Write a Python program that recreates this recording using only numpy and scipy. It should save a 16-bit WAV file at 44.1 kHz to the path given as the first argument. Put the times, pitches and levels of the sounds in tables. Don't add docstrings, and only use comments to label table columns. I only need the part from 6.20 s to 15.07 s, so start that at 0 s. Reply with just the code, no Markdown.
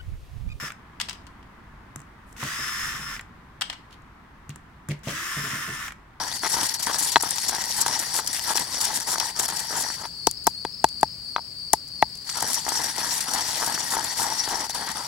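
import sys
import numpy as np
from scipy import signal
from scipy.fft import rfft, irfft, next_fast_len
from scipy.io import wavfile
from scipy.ndimage import uniform_filter1d, map_coordinates

SR = 44100
rng = np.random.default_rng(int(sys.argv[2]) if len(sys.argv) > 2 else 0)


def pcm_store(signal):
    levels = np.round(np.clip(np.atleast_2d(signal), -1, 1) * 32767)
    wavfile.write(sys.argv[1], SR, levels.astype(np.int16).T)


N = 391166

# (f/Hz, relative level/dB)
AIR_SPECTRUM = [(20, -24.5), (45, -1.5), (160, 0.5), (300, -10), (600, -18), (1200, -19.5), (2800, -25.5),
                (4500, -29), (6500, -21.5), (9000, -20.5), (12000, -25), (16000, -33.5)]
# (f/Hz, relative level/dB)
FAR_CRICKET_SPECTRUM = [(3500, -26.5), (4050, -15.5), (4350, -1), (4700, 2), (4950, -7.5), (5250, -11.5),
                        (5500, -16.5), (6500, -43), (12000, -91)]
CHIRP_AT_S, CHIRP_PERIOD_S = 4.04, .35
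ANSWER_AT_S, ANSWER_PERIOD_S = 4.22, .333
TRILL_OCTAVE_DB, NEAR_OCTAVE_DB, ANSWER_OCTAVE_DB = -31, -20, -34

# (f/Hz, left-right correlation/1)
LIKENESS = [(100, 1), (900, 0.86), (2000, 0.62), (4500, 0.58), (8000, 0.12), (13000, 0.48)]
# (f/Hz, left minus right level/dB)
LEFT_EXCESS = [(60, .5), (200, .8), (400, 3), (800, 6.2), (2000, 7), (5000, 7), (8000, 5.5), (13000, 2)]
# (f/Hz, angle by which left trails right/rad)
LEFT_LAG = [(60, -.1), (300, -0.2), (800, 0.8), (2400, 0.45), (3900, 0.5), (5400, 1.1), (7000, 1),
            (8500, 0.8), (12000, 2.4)]

# (start of push t/s, duration of push/s, then the relative
# level/dB of the seeds' rumble, of the salt's hiss and of the pestle's singing)
CIRCLES = [(-.03, 0.028, -31.5, -41.5, -38.5), (0.339, 0.036, -32.5, -32, -36.5),
           (0.683, 0.021, -29, -35, -40), (1.017, 0.042, -36, -33, -38), (1.285, 0.12, -35.5, -37.5, -35.5),
           (1.59, 0.17, -34.5, -32, -34.5), (1.95, 0.098, -35, -35, -38), (2.283, 0.17, -31.5, -31, -34),
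           (2.588, 0.18, -37, -36, -38.5), (2.89, 0.11, -34, -33.5, -38.5), (3.167, 0.16, -35, -42, -42),
           (3.508, 0.09, -33, -34.5, -39.5), (3.785, 0.021, -40.5, -45, -45.5),
           (6.16, 0.15, -35.5, -38, -37.5), (6.486, 0.16, -34.5, -32, -35.5),
           (6.786, 0.099, -34, -35.5, -40), (7.071, 0.1, -30.5, -32, -37.5), (7.412, 0.11, -31, -32.5, -36),
           (7.732, 0.039, -29.5, -39, -39.5), (7.993, 0.12, -32.5, -35, -34.5),
           (8.268, 0.17, -36.5, -34.5, -39), (8.548, 0.19, -34.5, -61.5, -43.5),
           (8.755, 0.21, -42, -37.5, -45)]
# (from t/s, to t/s)
GRIND_SPANS = [(-.1, 3.86), (6.076, 8.95)]
CONTACT_S, LIFTED_DB = 0.039, -17.5
# (middle t/s, duration/s, dip in level/dB)
STICKS = [(0.197, 0.043, 12), (0.581, 0.023, 12), (0.774, 0.015, 2.5), (0.992, 0.014, 19.5),
          (1.018, 0.0099, 11.5), (1.644, 0.0092, 8.5), (2.045, 0.078, 9), (2.342, 0.0067, 15.5),
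          (2.472, 0.1, 7.5), (2.207, 0.0067, 13), (2.564, 0.05, 0.5), (2.597, .012, 3), (2.851, 0.033, 9),
          (2.971, 0.018, 8), (2.995, 0.0098, 7), (3.141, 0.051, 11), (3.272, 0.02, 8.5),
          (3.477, 0.026, 5.5), (3.778, 0.03, 5), (3.833, 0.012, 11), (6.128, 0.019, 4), (6.428, 0.042, 5.5),
          (6.737, 0.051, 4.5), (7.065, 0.032, 7.5), (7.127, 0.012, 6.5), (7.7, 0.027, 1.5),
          (7.823, 0.012, 2.5), (7.95, 0.017, 5.5), (8.482, 0.023, 11.5), (8.524, 0.013, 11.5),
          (8.738, 0.026, 8.5)]
RIDE_S, RIDE_DB = 0.011, 4.5
SHARP_S = .016
PUSH_ATTACK_S, PUSH_EASE_S = 0.023, 0.096
ROLL_REST_DB = -11.5
CRUSH_WIDTH_S, CRUSH_PEAK = 0.32, 0.31
SING_WIDTH_S, SING_PEAK = 0.13, 0.78

# (f/Hz, relative level/dB)
SEED_SPECTRUM = [(29, -50.5), (50, -15), (80, -14.5), (306, -6.5), (374, -13), (440, -9.5), (577, -11),
                 (780, -1.5), (905, 4.5), (1110, -6.5), (1300, -8), (2000, -10), (2300, -28), (2740, -28),
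                 (3060, -13), (3800, -16.5), (4940, -12.5), (8360, -120)]
# (f/Hz, relative level/dB)
SALT_SPECTRUM = [(300, -37.5), (1500, -5), (2600, -6.5), (3600, -1.5), (4600, -1.5), (6200, 0.5),
                 (7100, 1.5), (8100, 2.5), (9000, 0.5), (10200, 1), (12000, -3.5), (14000, -9),
                 (16000, -18.5)]
RUMBLE_TRIM_DB, HISS_TRIM_DB, SING_TRIM_DB = -0.37, -1.86, 2.5
CRUSH_LIMIT_DB = 3.5
SNAP_RATE_HZ, SNAP_SPREAD_DB, SNAP_DB = 190, 4, -8
SNAP_COLOUR_DB = 6
WALL_MODES = (1313, 1660, 1900)
WALL_DB, WALL_WIDTH_HZ = -8.5, 134

# (t/s, relative level/dB, duration before the decay/s,
# brightness as brittle against hard level/dB)
BURSTS = [(0.193, -26.5, .001, -12), (0.294, -28, .012, 19.5), (0.32, -25.5, 0.036, 20),
          (0.432, -25, 0.039, 2.5), (0.486, -23.5, 0.0097, -3.5), (0.496, -26, .001, -3),
          (0.539, -25, 0.011, 1), (0.625, -21.5, 0.0096, 3), (0.663, -24.5, 0.0078, -2.5),
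          (0.696, -35.5, 0.0037, -17), (0.729, -24.5, 0.0145, -18), (0.743, -25.5, 0.01, -7),
          (0.757, -29, 0.0077, -15), (0.785, -19, 0.019, 6), (0.807, -11, 0.00042, 9),
          (0.825, -28, 0.03, 10), (0.873, -26, 0.026, -0.5), (0.918, -22.5, 0.013, 0),
          (1.007, -25, 0.0067, 12.5), (1.024, -18.5, 0.0067, 17), (1.09, -20, 0.0011, 4.5),
          (1.106, -19, 0.004, 7), (1.159, -22, .001, 5.5), (1.282, -18.5, 0.014, -0.5),
          (1.349, -19, .001, -6), (1.44, -21, .001, -9), (1.564, -28, 0.033, 10), (1.603, -25, 0.017, 13.5),
          (1.607, -22.5, 0.016, 10.5), (1.659, -22, 0.01, 3), (1.664, -20.5, .001, 2),
          (1.6805, -17, .0013, 4), (1.79, -22.5, 0.0094, 6), (1.938, -25.5, 0.064, 17),
          (2.063, -26, 0.0018, -3), (2.073, -18.5, 0.0061, 1), (2.13, -23, 0.00087, 7),
          (2.131, -32.5, 0.014, 8), (2.3566, -16, 0.00091, 4.5), (2.36, -22, 0.019, 2),
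          (2.373, -16, .0012, 1.5), (2.394, -21.5, 0.005, 11), (2.604, -23.5, 0.011, -1.5),
          (2.611, -24, 0.022, 9), (2.64, -20, 0.017, 1), (2.74, -23.5, 0.035, 12.5),
          (2.8015, -22, 0.0012, 2.5), (2.871, -28, 0.029, 9), (2.9, -25.5, 0.049, 9.5),
          (2.982, -18.5, 0.003, -12), (2.999, -18, 0.0036, -20), (3.163, -29.5, .002, -9),
          (3.1905, -23.5, 0.018, 7), (3.1948, -22, .001, 0), (3.221, -27, 0.04, 8),
          (3.231, -22.5, 0.0012, 0), (3.281, -24.5, .0094, 6), (3.36, -28, 0.016, 5),
          (3.3693, -25, .001, 3), (3.384, -29.5, 0.022, 0), (3.394, -24, 0.00092, 0.5),
          (3.564, -27.5, 0.064, 14.5), (4.0695, -15.5, 0.0028, -4), (4.0697, -8.5, 0.0017, -10.5),
          (4.112, -24, 0.0014, 14), (4.241, -33.5, .0045, 18), (4.2692, -4.5, 0.0008, 3.5),
          (4.448, -32.5, 0.00402, -5.5), (4.6413, -14.5, 0.0031, 1.5), (4.687, -32.5, .0039, -1),
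          (4.809, -31, 0.0039, 5.5), (4.83, -18.5, 0.0014, -2), (5.532, -6, 0.0033, 5),
          (5.675, -45, 0.013, 2), (5.822, -23, 0.0031, -2), (5.952, -41, .005, 0), (5.97, -42, .005, 2),
          (6.092, -26, 0.01, -23), (6.17, -26, 0.0097, 9), (6.2, -24.5, 0.0088, -1),
          (6.221, -20.5, 0.0069, 6), (6.282, -26.5, 0.075, 4), (6.332, -17.5, .001, 8),
          (6.343, -33, 0.00087, 1), (6.487, -21.5, 0.0065, 2.5), (6.636, -24.5, 0.011, 4.5),
          (6.779, -29.5, .008, -11), (6.902, -29.5, 0.018, -26), (6.919, -28, 0.064, 3.5),
          (7.005, -22, 0.0073, -3.5), (7.108, -30.5, 0.0072, 4.5), (7.136, -19, 0.0011, 8),
          (7.137, -25, .012, 5), (7.15, -24, 0.00053, 0.5), (7.173, -32.5, 0.16, -30),
          (7.402, -30, 0.057, 9), (7.461, -22, 0.0085, 2.5), (7.471, -29, .001, 1.5),
          (7.54, -24.5, 0.014, -4.5), (7.703, -27, 0.053, 10.5), (7.84, -25, 0.0059, 1),
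          (7.972, -25.5, 0.063, 5), (8.029, -31, 0.017, 8), (8.102, -22.5, 0.0006, -9),
          (8.286, -26, 0.0056, 7.5), (8.494, -29.5, .014, -9), (8.544, -29.5, 0.013, 5),
          (8.664, -34, 0.011, -3), (8.689, -24, .0008, -4)]
CRUMB_RATE_HZ, CRUMB_DB, CRUMB_S = 64, -4, 0.0019
BURST_TRIM_DB = -3.5
CRACK_GROWTH, CRACK_RISE = 0.33, 0.24
CRUNCH_DB = 1.7

# (t/s, relative level/dB, bowl pitch f/Hz, thud level/dB,
# clack level/dB, clack centre f/Hz, ping level/dB); the last three levels are against the bowl modes
STONE_KNOCKS = [(0.3668, -19, 935, -11, -6, 1350, -25), (0.669, -16, 980, -20, -2.5, 1780, -20),
                (0.744, -19.5, 930, -19, -3, 1600, -20), (0.9581, -2, 960, -13.5, 2.5, 1720, 2.5),
                (0.9654, -0.5, 926, -17, -1.5, 1480, -9.5), (1.034, -15, 930, -9, -11, 1350, -30),
                (1.293, -18.5, 910, -12, -4, 1600, -16), (1.382, -18.5, 980, -14, -15, 1350, -20),
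                (1.6619, -13, 920, -14, -1.5, 1580, -5), (1.683, -24, 920, -18, 1, 1600, -15),
                (2.3543, -15, 910, -11, -7, 1670, -16), (2.379, -21.5, 930, -20, 0, 1900, 8.5),
                (2.957, -23.5, 845, -21, 6.5, 1430, -12), (2.9811, -17, 920, -19, -12, 1500, -18),
                (3.0031, -23.5, 880, -25, -11, 1700, 8), (3.198, -23.5, 870, -4, 5, 1610, 3),
                (3.286, -20, 910, -19, -3, 1590, -14), (3.323, -27, 950, -24, -2, 1500, -14),
                (3.607, -22, 920, -20, -14, 1600, -16), (3.701, -25.5, 880, -21, 4.5, 1650, -18),
                (3.8533, -24, 926, -32, -0.5, 1510, -2), (4.072, -4.5, 913, -6, -12.5, 1300, -33),
                (4.2678, -10, 890, -21, -6, 1340, -30), (4.2735, -3, 920, -10.5, -9, 1450, -15),
                (4.45, -13.5, 907, -5.5, -5, 1690, -8), (4.6425, 3, 900, -13, -8.5, 1520, -17),
                (4.8302, 1, 876, -13.5, -8.5, 1580, -29), (5.162, -10.5, 950, -54, 1.5, 1400, -4),
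                (5.1814, -20, 925, -35, -3, 1350, -13), (5.191, -23.5, 910, -37, -9, 1330, -20),
                (5.5354, -0.5, 883, -15, -10.5, 1800, -42), (5.825, 2, 876, -15, -3.5, 2030, -23),
                (6.225, -14, 920, -14, -3.5, 1690, -17), (6.4649, -19, 880, -11, -2, 1700, -14),
                (6.48, -16, 880, -16, -8, 1600, -18), (6.5193, -17.5, 910, -10, -0.5, 1560, -22),
                (6.7832, -18.5, 860, -9, -25, 1600, -25), (7.4244, -18, 970, -30, -6, 1400, -17),
                (7.475, -17.5, 910, -13, -4, 1600, -18), (7.577, -33, 880, -19, 14, 1600, -18),
                (7.768, -13, 930, -20, -6.5, 1590, -18), (8.276, -21, 870, -6, 0.5, 1620, -9),
                (8.4963, -21, 870, -29, -13, 1600, -20)]
# (f/Hz, relative level/dB, decay time t60/s);
# those below 1170 Hz shift with the bowl pitch
STONE_MODES = [(64, -23, 0.12), (137, -17.5, 0.0636), (274.5, -5, 0.018), (446, 4, 0.013), (550, -8, 0.011),
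               (689, -4, 0.013), (891, -3, 0.026), (1215, 0.5, 0.0079), (1613, -11, 0.014),
               (1920, -8.5, 0.012), (2210, -9.5, 0.0072), (2535, -15, 0.026), (3070, -4.5, 0.0053),
               (3435, -9, 0.014), (4064, -11, 0.04), (4860, -34, 0.016), (5690, -16, 0.023),
               (7100, -24.5, .02)]
BOWL_HZ = 895
SHOVE_DB = -7.5
CLACK_WIDTH, CLACK_FOCUS_DB, CLACK_DB = 0.17, 9, 5.5
# (t/s, duration/s, relative level/dB, brightness/dB)
STONE_SCRAPES = [(0.233, .04, -22, 3), (0.383, .02, -24, -8), (1.054, .03, -33, -11.5),
                 (1.322, .025, -24.5, 0), (1.986, .012, -26, 6), (2.702, .016, -27, -13),
                 (2.931, .01, -21.5, 0), (3.006, 0.011, -40.5, 16), (3.835, .022, -30.5, 1),
                 (6.093, .008, -41.5, 13.5), (7.418, .02, -22, 1.5), (7.744, .03, -28, 0),
                 (8.06, .06, -29, -9), (8.37, .06, -29, -13), (8.311, .035, -21.5, -3),
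                 (8.675, .02, -36.5, 14)]
CHATTER_S, CHATTER_DB = 0.0055, 1
TICK_RATE_HZ, TICK_DB = 5.8, 4.5
TOUCH_THUD_DB, TICK_BRIGHT_DB = -11.5, -2.5
TOUCH_SPREAD_HZ, TOUCH_CLACK_HZ = 13, 1760
HIGH_MODES_DB, HIGH_MODES_GROW = -6.5, 1.1

TOP_HZ = 16100


def amp(db):
    return 10 ** (np.asarray(db) / 20)


def unit(x):
    return x / np.sqrt(np.mean(x ** 2) + 1e-20)


def along(points, hz):
    f, v = np.transpose(points)
    return np.interp(np.log(hz + 1), np.log(f + 1), v)


def wobble(rate):
    knots = rng.standard_normal(int(N * rate / SR) + 4)
    return map_coordinates(knots, [np.arange(N) * rate / SR])


def add(track, s, x):
    start = max(round(s * SR), 0)
    part = track[..., start:start + x.shape[-1]]
    part += x[..., :part.shape[-1]]


def filtered(x, response):
    m = next_fast_len(N + 8192, True)
    return irfft(rfft(x, m) * response(np.fft.rfftfreq(m, 1 / SR)), m)[..., :N]


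def resonance(f, centre_hz, width_hz):
    return 1j * f * width_hz / (centre_hz ** 2 - f ** 2 + 1j * f * width_hz)


def background():
    noise = rng.standard_normal((2, N)) * 0.04 + rng.standard_normal(N)
    air = unit(filtered(noise, lambda hz: amp(along(AIR_SPECTRUM, hz))))
    breeze_db = .5 * wobble(1.6)
    buzz = unit(filtered(rng.standard_normal((2, N)), lambda hz: resonance(hz, 8242, 70)))
    whine = amp(-65) * np.sin(2 * np.pi * 15735 * np.arange(N) / SR)
    return amp(-51.0 + breeze_db) * air + amp(-59.0) * buzz + whine


def wing_strokes(count, length, centre_hz, spread_hz, fall_hz, octave_db, left_db):
    song = np.zeros((2, N))
    u = np.linspace(0, 1, int(length * SR))
    for k, (early, pitch, size, pan, delay) in enumerate(rng.standard_normal((count, 5))):
        hz = centre_hz + spread_hz * np.clip(pitch, -2, 2) + fall_hz * (.5 - u)
        phase = 2 * np.pi * np.cumsum(hz) / SR + np.array([[0], [1.54 * delay]])
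        stroke = np.sin(np.pi * u) * (np.sin(phase) + amp(octave_db) * np.sin(2 * phase))
        start_s = (k - 0.15 * early) / count * N / SR
        stereo_db = (left_db + 1.6 * pan) * np.array([[.5], [-.5]])
        add(song, start_s, amp(2.7 * size + stereo_db) * stroke)
    return unit(song)


def chirp_beat(at_s, period_s):
    t = np.arange(N) / SR
    return np.sqrt(np.maximum(np.cos(2 * np.pi * (t - at_s) / period_s), 0))


def crickets():
    voices = rng.standard_normal((2, N)) + 0.44 * rng.standard_normal(N)
    far = unit(filtered(voices, lambda hz: amp(along(FAR_CRICKET_SPECTRUM, hz))) * amp([[3.5], [-3.5]]))
    trill = wing_strokes(count=3200, length=0.014, centre_hz=4703, spread_hz=143, fall_hz=190,
                         octave_db=TRILL_OCTAVE_DB, left_db=9.5)
    near = wing_strokes(count=1400, length=0.0198, centre_hz=4527, spread_hz=135, fall_hz=286,
                        octave_db=NEAR_OCTAVE_DB, left_db=6.5)
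    answer = wing_strokes(count=330, length=.02, centre_hz=5150, spread_hz=48, fall_hz=230,
                          octave_db=ANSWER_OCTAVE_DB, left_db=9)
    near_chirps = amp(-37 + 0.45 * wobble(2.74)) * chirp_beat(CHIRP_AT_S, CHIRP_PERIOD_S) * near
    answer_chirps = amp(-45.0 + wobble(2.4)) * chirp_beat(ANSWER_AT_S, ANSWER_PERIOD_S) * answer
    return amp(-41.0) * far + amp(-42.5) * trill + near_chirps + answer_chirps


def contact_db():
    t = np.arange(0, N / SR, .001)
    down = sum(np.clip(np.minimum(t - start, stop - t) / CONTACT_S + 1, 0, 1)
               for start, stop in GRIND_SPANS)
    sharp_bursts = [burst for burst in BURSTS if burst[2] < SHARP_S]
    rides = [(row[0] - RIDE_S / 2, RIDE_S, RIDE_DB) for row in STONE_KNOCKS + sharp_bursts]
    dips = [depth / (1 + (2 * (t - s) / length) ** 8) for s, length, depth in STICKS + rides]
    return np.interp(np.arange(N) / SR, t, LIFTED_DB * (1 - down) - np.max(dips, axis=0))


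def circling():
    t = np.arange(0, N / SR, .002)
    start, hold, rumble_db, hiss_db, sing_db = np.transpose(CIRCLES)[:, :, None]
    since = t - start
    push = np.exp(np.minimum(since, 0) / PUSH_ATTACK_S - np.maximum(since - hold, 0) / PUSH_EASE_S)

    def swell(width, place):
        near_push = np.abs(since - hold / 2) < .5
        return near_push / (1 + ((since - place * hold) / width) ** 2)

    crush = swell(CRUSH_WIDTH_S, CRUSH_PEAK)
    rumble = amp(rumble_db) * np.maximum(push, amp(ROLL_REST_DB) * np.sqrt(crush))
    hiss = amp(hiss_db) * crush
    sing = amp(sing_db) * swell(SING_WIDTH_S, SING_PEAK)
    contact = contact_db()
    return [np.interp(np.arange(N) / SR, t, 10 * np.log10(np.sum(turns ** 2, 0) + 1e-12)) + contact
            for turns in (rumble, hiss, sing)]


def fractures(rate, spread_db):
    snaps = rng.random(N) < rate / SR
    sizes = amp(spread_db * np.clip(rng.standard_normal(N), -3, 1.6))
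    return unit(snaps * sizes * rng.standard_normal((2, N)))


def slips(rate, relax):
    kicks = (rng.random(N) < rate / SR) * rng.uniform(0.83, 1, N)
    jerks = signal.lfilter([1], [1, -np.exp(-1 / (relax * SR))], kicks)
    return unit(jerks - jerks.mean())


def mottled(pair, depth_db, size):
    z = signal.stft(pair, nperseg=256)[2]
    field = uniform_filter1d(rng.standard_normal(z.shape[1:]), size, axis=0)
    field = uniform_filter1d(field, size=7, axis=1)
    return signal.istft(z * amp(depth_db * unit(field)), nperseg=256)[1][:, :N]


def from_bowl(pair, colour):
    def response(hz):
        turn = np.arccos(np.clip(along(LIKENESS, hz), -1, 1)) / 2
        return colour(hz) * np.array([np.cos(turn), np.sin(turn)])

    def lean(hz):
        return amp(along(LEFT_EXCESS, hz) * np.array([[.5], [-.5]]))

    mid, side = filtered(pair, response)
    out = filtered(np.array([mid + side, mid - side]), lean)
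    return out / np.sqrt(np.mean(out.mean(0) ** 2))


def salt_colour(hz):
    return amp(along(SALT_SPECTRUM, hz))


def wall(level_db):
    starts = np.transpose(CIRCLES)[0]
    place = np.interp(np.arange(N) / SR, starts, np.arange(len(starts))) % 1
    step = (len(WALL_MODES) - 1) * np.minimum(2 * place, 1) + .25 * wobble(9)
    out = np.zeros((2, N))
    for k, centre_hz in enumerate(WALL_MODES):
        def mode(hz):
            return resonance(hz, centre_hz, WALL_WIDTH_HZ) * resonance(hz, centre_hz, centre_hz)
        ring = from_bowl(fractures(rate=1500, spread_db=5.5), mode)
        out += np.exp(-np.square(step - k)) * ring
    return amp(level_db + WALL_DB) * out


def grinding(rumble_db, hiss_db, sing_db):
    catch_db = 1.1 * slips(rate=100, relax=0.011)
    roll_db = 0.46 * slips(rate=78, relax=0.0016)
    crush_db = np.minimum(0.9 * slips(rate=320, relax=0.014), CRUSH_LIMIT_DB)

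    seeds = mottled(fractures(rate=3000, spread_db=2.0), depth_db=2.5, size=3)
    rumble = from_bowl(seeds, lambda hz: amp(along(SEED_SPECTRUM, hz)))
    rumble *= amp(rumble_db + RUMBLE_TRIM_DB + catch_db + roll_db)

    salt = mottled(fractures(rate=10000, spread_db=2.0), depth_db=3, size=11)
    hiss = from_bowl(salt, salt_colour) * amp(hiss_db + HISS_TRIM_DB + catch_db + crush_db)

    def pestle(hz):
        main = resonance(hz, 5675, 260) * resonance(hz, 5000, 1200)
        lower = resonance(hz, 4720, 449) * resonance(hz, 4900, 1200)
        return main + 0.12 * lower

    sing = from_bowl(fractures(rate=5100, spread_db=-2.0), pestle)
    sing *= amp(sing_db + SING_TRIM_DB + catch_db + 3.5 * wobble(40))

    crystals = mottled(fractures(SNAP_RATE_HZ, SNAP_SPREAD_DB), depth_db=SNAP_COLOUR_DB, size=9)
    clicks = from_bowl(crystals, salt_colour) * amp(hiss_db + SNAP_DB + catch_db)
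    scraping = wall((rumble_db + hiss_db) / 2 + catch_db + roll_db)
    return rumble + scraping + hiss + sing + clicks


def cracking(hiss_db):
    force = np.zeros((2, N))
    t = np.arange(SR // 6) / SR
    crumbs = [(i / SR, hiss_db[i] + CRUMB_DB, CRUMB_S * rng.uniform(0.24, 3.0), 5 * rng.standard_normal())
              for i in np.flatnonzero(rng.random(N) < CRUMB_RATE_HZ / SR)]
    for s, db, length, bright_db in BURSTS + crumbs:
        after = np.maximum(t - length, 0)
        decay = amp(-60 * after / 0.0076) + amp(-23 - 60 * after / 0.11)
        growth = 1 - CRACK_GROWTH * np.exp(-t / (CRACK_RISE * length))
        share = np.array([[1], [amp(bright_db)]]) / np.hypot(1, amp(bright_db))
        add(force, s, amp(db + BURST_TRIM_DB) * share * growth * decay)

    def hard(hz):
        body = resonance(hz, 5160, 2550) * (1 + 1.4 * resonance(hz, 5610, 400))
        return body + .5 * resonance(hz, 7600, 300)

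    def brittle(hz):
        high_pass = (hz / np.hypot(hz, 5200)) ** 3
        return salt_colour(hz) * high_pass * (1 + 1.1 * resonance(hz, 7120, 300))

    def snaps(colour):
        return from_bowl(mottled(fractures(rate=9900, spread_db=0.0), depth_db=1.0, size=7), colour)

    crunch = amp(CRUNCH_DB * slips(rate=760, relax=0.0039))
    return crunch * (force[0] * snaps(hard) + force[1] * snaps(brittle))


def touches(rumble_db):
    hits = []
    for s, length, db, bright_db in STONE_SCRAPES:
        for k in range(int(length / CHATTER_S) + 1):
            touch_s = s + (k + .5 * rng.uniform(-1, 1)) * CHATTER_S
            hits.append((touch_s, db + CHATTER_DB * rng.standard_normal(), bright_db))
    for i in np.flatnonzero(rng.random(N) < TICK_RATE_HZ / SR):
        hits.append((i / SR, rumble_db[i] + TICK_DB, TICK_BRIGHT_DB))
    rows = []
    for s, db, bright_db in hits:
        bowl_hz = BOWL_HZ + TOUCH_SPREAD_HZ * rng.standard_normal()
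        clack_hz = TOUCH_CLACK_HZ * np.exp(CLACK_WIDTH * rng.standard_normal())
        ping_db = HIGH_MODES_DB + HIGH_MODES_GROW * bright_db
        rows.append((s, db, bowl_hz, TOUCH_THUD_DB, bright_db, clack_hz, ping_db))
    return rows


def knocking(blows):
    out = np.zeros((2, N))
    t = np.arange(SR // 8) / SR
    hz, level, t60 = np.transpose(STONE_MODES)[:, :, None]
    sense = (-1) ** np.arange(len(STONE_MODES))
    lean = sense * amp(along(LEFT_EXCESS, hz) * np.array([.5, -.5])).T
    u = t / 0.00033
    shove = amp(SHOVE_DB) * u * np.exp(-u)
    onset = 1 - np.exp(-t / 0.00032)
    for s, db, bowl_hz, thud_db, clack_db, clack_hz, ping_db in blows:
        nearness = np.exp(-.5 * (np.log(hz / clack_hz) / CLACK_WIDTH) ** 2)
        wall_db = clack_db + CLACK_DB + CLACK_FOCUS_DB * (nearness - 1)
        touch_db = np.select([hz < 620, hz < 1170, hz < 2300], [thud_db, 0, wall_db], ping_db)
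        pitch = np.where(hz < 1170, hz * bowl_hz / BOWL_HZ, hz)
        chance_db = .9 * rng.standard_normal(hz.shape)
        gain = amp(level + touch_db + chance_db - 60 * t / t60)
        ring = lean @ (gain * np.sin(2 * np.pi * pitch * t) * onset)
        add(out, s, amp(db) * (ring + shove))
    return out


def scene():
    garden = background() + crickets()
    rumble_db, hiss_db, sing_db = circling()
    mortar = grinding(rumble_db, hiss_db, sing_db) + cracking(hiss_db)
    mortar += knocking(touches(rumble_db)) + knocking(STONE_KNOCKS)

    def lag(hz):
        return np.exp(1j * along(LEFT_LAG, hz) * np.array([[-.5], [.5]]))

    return filtered(mortar, lag) + garden


def record(dry):
    clipped = dry / (1 + np.abs(dry) ** 8) ** (1 / 8)
    return filtered(clipped, lambda hz: hz < TOP_HZ)


dry = scene()
out = record(dry)
pcm_store(out)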